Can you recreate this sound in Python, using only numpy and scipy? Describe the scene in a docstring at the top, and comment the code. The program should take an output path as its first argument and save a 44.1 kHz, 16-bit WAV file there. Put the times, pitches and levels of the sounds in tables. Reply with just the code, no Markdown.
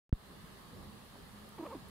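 """A tiny click and a low thump are heard first, as the microphone comes on. A quiet room follows:
hiss, a low murmur of air and a faint hum that comes and goes. A hand strokes the head of a guinea
pig on a quilt, adding a soft bump and two tiny ticks. Between the ticks the animal gives one short,
soft, warbling purr: a harmonic source filtered by the mouth resonance, with rasp and chest rumble."""
import sys
import numpy as np
from scipy import signal
from scipy.fft import rfft, irfft
from scipy.io import wavfile
from scipy.ndimage import uniform_filter1d

SR = 44100
rng = np.random.default_rng(int(sys.argv[2]) if len(sys.argv) > 2 else 0)


def to_wav(sig):
    """Store sig (one row per channel, or 1-D mono) as 16-bit WAV at the path in sys.argv[1].

    Samples outside -1..1 are clipped; the rate is SR.
    """
    pcm = np.clip(np.atleast_2d(sig), -1, 1) * 32767
    pcm = np.round(pcm).astype(np.int16)
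    wavfile.write(sys.argv[1], SR, pcm.T)  # frames by channels


N = 83790

# Spectrum of the room air: f/Hz, relative density level/dB
AIR_SPECTRUM = [(12, -42), (20, -20.5), (37, -6), (70, -2.5), (112, -4), (202, -1), (324, -12), (427, -9.5),
                (534, -12.5), (581, -13.5), (686, -15), (1040, -12.5), (1270, -13.5), (1410, -20),
                (1670, -15.5), (2400, -24.5), (3000, -21), (4430, -21.5), (5850, -31.5), (10500, -27.5),
                (15500, -34)]
# Likeness of the air noise at left and right: f/Hz, correlation coefficient
AIR_CORRELATION = [(60, 0.8), (150, 0.62), (380, 0.56), (950, 0.27), (2380, -0.053), (5980, 0.02),
                   (15000, 0.046)]
# Swell of the low murmur: t/s, bass gain/dB
MURMUR_SWELL = [(.18, -2), (.3, -1.5), (.44, -1), (.57, -3.5), (.8, 2.5), (.98, -0.5), (1.07, -4),
                (1.2, -2), (1.45, -2), (1.7, -2.5), (1.84, 2)]
# Course of the hum: t/s, f/Hz, level/dB
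HUM_CONTOUR = [(.2, 190, -87), (.3, 187.9, -66), (.44, 177.2, -60.5), (.52, 168.7, -78), (.74, 207.4, -80),
               (.86, 209.2, -59.5), (1.02, 205.2, -81), (1.27, 205, -70), (1.36, 205.4, -58),
               (1.48, 207, -59.5), (1.58, 207, -66), (1.69, 209.7, -59), (1.78, 203, -82)]
# Ticks of the hand moving over the fur: t/s, starting envelope level/dB, f/Hz
FUR_TICKS = [(1.4911, -42.5, 11440), (1.886, -44, 11200)]
# Course of the purr: t/s, fundamental f/Hz, fundamental level/dB, level of all overtones/dB
PURR_CONTOUR = [(1.579, 470.3, -57, -53.5), (1.586, 458, -56, -46), (1.592, 351, -48, -53),
                (1.599, 338.6, -41, -62), (1.612, 320.2, -43.5, -50), (1.621, 312.8, -69, -66),
                (1.629, 317.8, -42.5, -53), (1.641, 322.6, -43.5, -48.5), (1.648, 401.8, -55, -53),
                (1.655, 570.2, -51.5, -53), (1.665, 610.7, -43, -46.5), (1.677, 481.7, -53, -60.5),
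                (1.688, 456.7, -56, -61), (1.702, 471.4, -55.5, -52.5), (1.718, 441.5, -54.5, -52),
                (1.731, 563.8, -50.5, -48.5), (1.740, 516.7, -47, -55), (1.747, 419.3, -54, -56),
                (1.755, 317.2, -41.5, -54.5), (1.762, 258, -49.5, -61.5), (1.770, 266.5, -45, -56),
                (1.776, 250, -56.5, -67), (1.795, 245.3, -62, -73)]
# Response of the mouth added to its main resonance: f/Hz, level relative to that resonance/dB
MOUTH_RESPONSE = [(500, -5), (700, 4.5), (1400, -35), (1700, -22), (2200, -17.5), (3000, -25), (4500, -49)]
# Spectrum of the rasp in the purr: f/Hz, relative density level/dB
RASP_SPECTRUM = [(200, -14), (450, -1), (750, -3), (1000, 0), (1280, -2), (1500, -17.5), (2600, -29),
                 (3400, -26), (5000, -32.5)]

SWITCH_ON_S = (.12801, .12742)  # left, right
TIME = np.arange(N) / SR


def amp(db):
    """Amplitude ratio for a level in decibels."""
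    return 10 ** (np.asarray(db) / 20)


def unit_rms(x):
    """Normalisation to an rms of 1."""
    return x / np.sqrt(np.mean(x ** 2) + 1e-20)


def at_frequency(table, hz):
    """Interpolation of a spectrum on a logarithmic frequency axis."""
    f, value = np.transpose(table)
    return np.interp(np.log(hz + 1), np.log(f + 1), value)


def contours(table):
    """Linear interpolation of a time table, one curve per column after the time."""
    times, *columns = np.transpose(table)
    return [np.interp(TIME, times, column) for column in columns]


def pan(db):
    """Channel gains for a level difference, left minus right."""
    return amp(np.array([[db], [-db]]) / 2)


def coloured(x, gain):
    """Spectral shaping by gain(f), normalised to an rms of 1."""
    return unit_rms(irfft(rfft(x) * gain(np.fft.rfftfreq(N, 1 / SR)), N))


def noise_band(width_hz, centre_hz=0):
    """Noise in a Gaussian band; centred on zero, it is a random drift."""
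    return coloured(rng.standard_normal(N), lambda f: np.exp(-((f - centre_hz) / width_hz) ** 2))


def switch_on(click_s=.0939, rise_s=.0049, low_cut_q=.48):
    """Transient response: after a tiny click, the microphone's low cut turns a surge into a thump."""
    click = (TIME >= click_s) * np.exp(-abs(TIME - click_s) / .0022)
    age = np.maximum(TIME - np.array(SWITCH_ON_S)[:, None], 0) / rise_s
    surge = -age * np.exp(1 - age)
    corner = 2 * np.pi * 99  # rad/s
    low_cut = signal.bilinear([1, 0, 0], [1, corner / low_cut_q, corner ** 2], SR)
    thump = signal.lfilter(*low_cut, surge)
    low_mids = signal.lfilter(*signal.iirpeak(382, Q=382 / 240, fs=SR), thump)
    hollow_thump = thump - .32 * low_mids
    return amp(-3.5) * pan(-.4) * hollow_thump + amp(-61) * click


def air(murmur_hz=154, murmur_octaves=1.9, flicker_db=1.32):
    """Partial coherence: the hiss is uncorrelated and wide, the swelling murmur correlated and narrow."""
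    size, hop = 2048, 512
    frames, hz = N // hop + 5, np.fft.rfftfreq(size, 1 / SR)
    a, b, c, d, flicker = rng.standard_normal((5, frames, len(hz)))
    left, independent = a + 1j * b, c + 1j * d
    correlation = np.clip(at_frequency(AIR_CORRELATION, hz), -1, 1)
    right = correlation * left + np.sqrt(1 - correlation ** 2) * independent
    flicker = uniform_filter1d(flicker, size=6, axis=0)  # patches in time
    flicker = unit_rms(uniform_filter1d(flicker, size=16, axis=1))  # and in frequency
    swell_db = np.interp(np.arange(frames) * hop / SR, *np.transpose(MURMUR_SWELL))[:, None]
    bass = np.exp(-(np.log2((hz + 1) / murmur_hz) / murmur_octaves) ** 2)
    shape_db = at_frequency(AIR_SPECTRUM, hz) + flicker_db * flicker + swell_db * bass
    spectra = np.array([left, right]) * amp(shape_db) * (hz > 18)
    sound = signal.istft(spectra.transpose(0, 2, 1), nperseg=size, noverlap=size - hop)[1][:, :N]
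    return amp(-53.5) * unit_rms(sound) * pan(-1.4)


def hum(waver=.013):
    """Slow amplitude and frequency modulation make a faint pure tone come, waver and go."""
    hz, db = contours(HUM_CONTOUR)
    hz = hz * (1 + waver * noise_band(width_hz=6.6))
    return np.sqrt(2) * amp(db) * np.sin(2 * np.pi * np.cumsum(hz) / SR)


def arm_bump(start_s=1.156, decay_s=.0042):
    """Heavy damping: the arm shifts with a dull burst of noise that decays exponentially."""
    envelope = (TIME >= start_s) * np.exp(-abs(TIME - start_s) / decay_s)
    return amp(-49.5) * envelope * noise_band(width_hz=438.4, centre_hz=604)


def fur_ticks(decay_s=.00025):
    """Damped oscillation: each tick of the hand on the fur rings for a few cycles."""
    ticks = np.zeros(N)
    for start_s, db, hz in FUR_TICKS:
        age = np.maximum(TIME - start_s, 0)
        ticks += amp(db) * np.sin(2 * np.pi * hz * age) * np.exp(-age / decay_s)
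    return ticks


def purr(mouth_hz=1026, mouth_width_hz=360, jitter=.01804, shimmer=.23, flutter_hz=159.7):
    """Source and filter: the mouth resonance shapes a warbling tone, over rasp and chest rumble."""
    hz, fundamental_db, overtone_db = contours(PURR_CONTOUR)
    hz = hz * (1 + jitter * noise_band(flutter_hz))
    phase = 2 * np.pi * np.cumsum(hz) / SR
    harmonic = np.arange(2, 14)[:, None]
    resonance = 1 / (1 + (2 * (harmonic * hz - mouth_hz) / mouth_width_hz) ** 4)
    gains = resonance + amp(at_frequency(MOUTH_RESPONSE, harmonic * hz))
    partials = np.cos(harmonic * phase + rng.uniform(0, 2 * np.pi, harmonic.shape))
    overtones = (gains * partials).sum(0) / np.linalg.norm(gains, axis=0)
    tone = np.sqrt(2) * (amp(fundamental_db) * np.cos(phase) + amp(overtone_db) * overtones)
    puffs = rng.standard_normal(N) * (1 + np.cos(phase))  # one on every cycle
    rasp = amp(overtone_db - 6) * coloured(puffs, lambda f: amp(at_frequency(RASP_SPECTRUM, f)))
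    chest = amp(-58) * noise_band(width_hz=160, centre_hz=250)
    tone *= 1 + shimmer * noise_band(flutter_hz)
    sounding = (TIME > PURR_CONTOUR[0][0]) & (TIME < PURR_CONTOUR[-1][0])
    return uniform_filter1d(sounding.astype(float), size=128) * (tone + rasp + chest)


def room(x, t60_s=.2, tail_db=-17):
    """Reverberation: diffuse reflections add a short exponential tail, different on each side."""
    t = np.arange(SR // 3) / SR
    tail = rng.standard_normal((2, len(t))) * amp(-60 * t / t60_s) * (t > .004)
    tail /= np.linalg.norm(tail, axis=1, keepdims=True)
    return x + amp(tail_db) * signal.fftconvolve(x[None], tail, axes=1)[:, :N]


def scene():
    """Superposition: the quiet room, the hand and the animal add linearly."""
    animal = room(purr()) * pan(-1.5)
    hand = (arm_bump() + fur_ticks()) * pan(1)
    return air() + hum() + hand + animal


def record(dry, start_db=-9.5, settle_s=.075, cutoff_hz=15730):
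    """Settling and band limiting: the microphone comes on at low gain, recovers and cuts the top treble."""
    age = TIME - SWITCH_ON_S[1]
    gain = (age > 0) * amp(start_db * np.exp(-abs(age) / settle_s))
    low_pass = signal.firwin(511, cutoff_hz, window=("kaiser", 9), fs=SR)
    return signal.oaconvolve(dry * gain + switch_on(), low_pass[None], "same")


dry = scene()
out = record(dry)
to_wav(out)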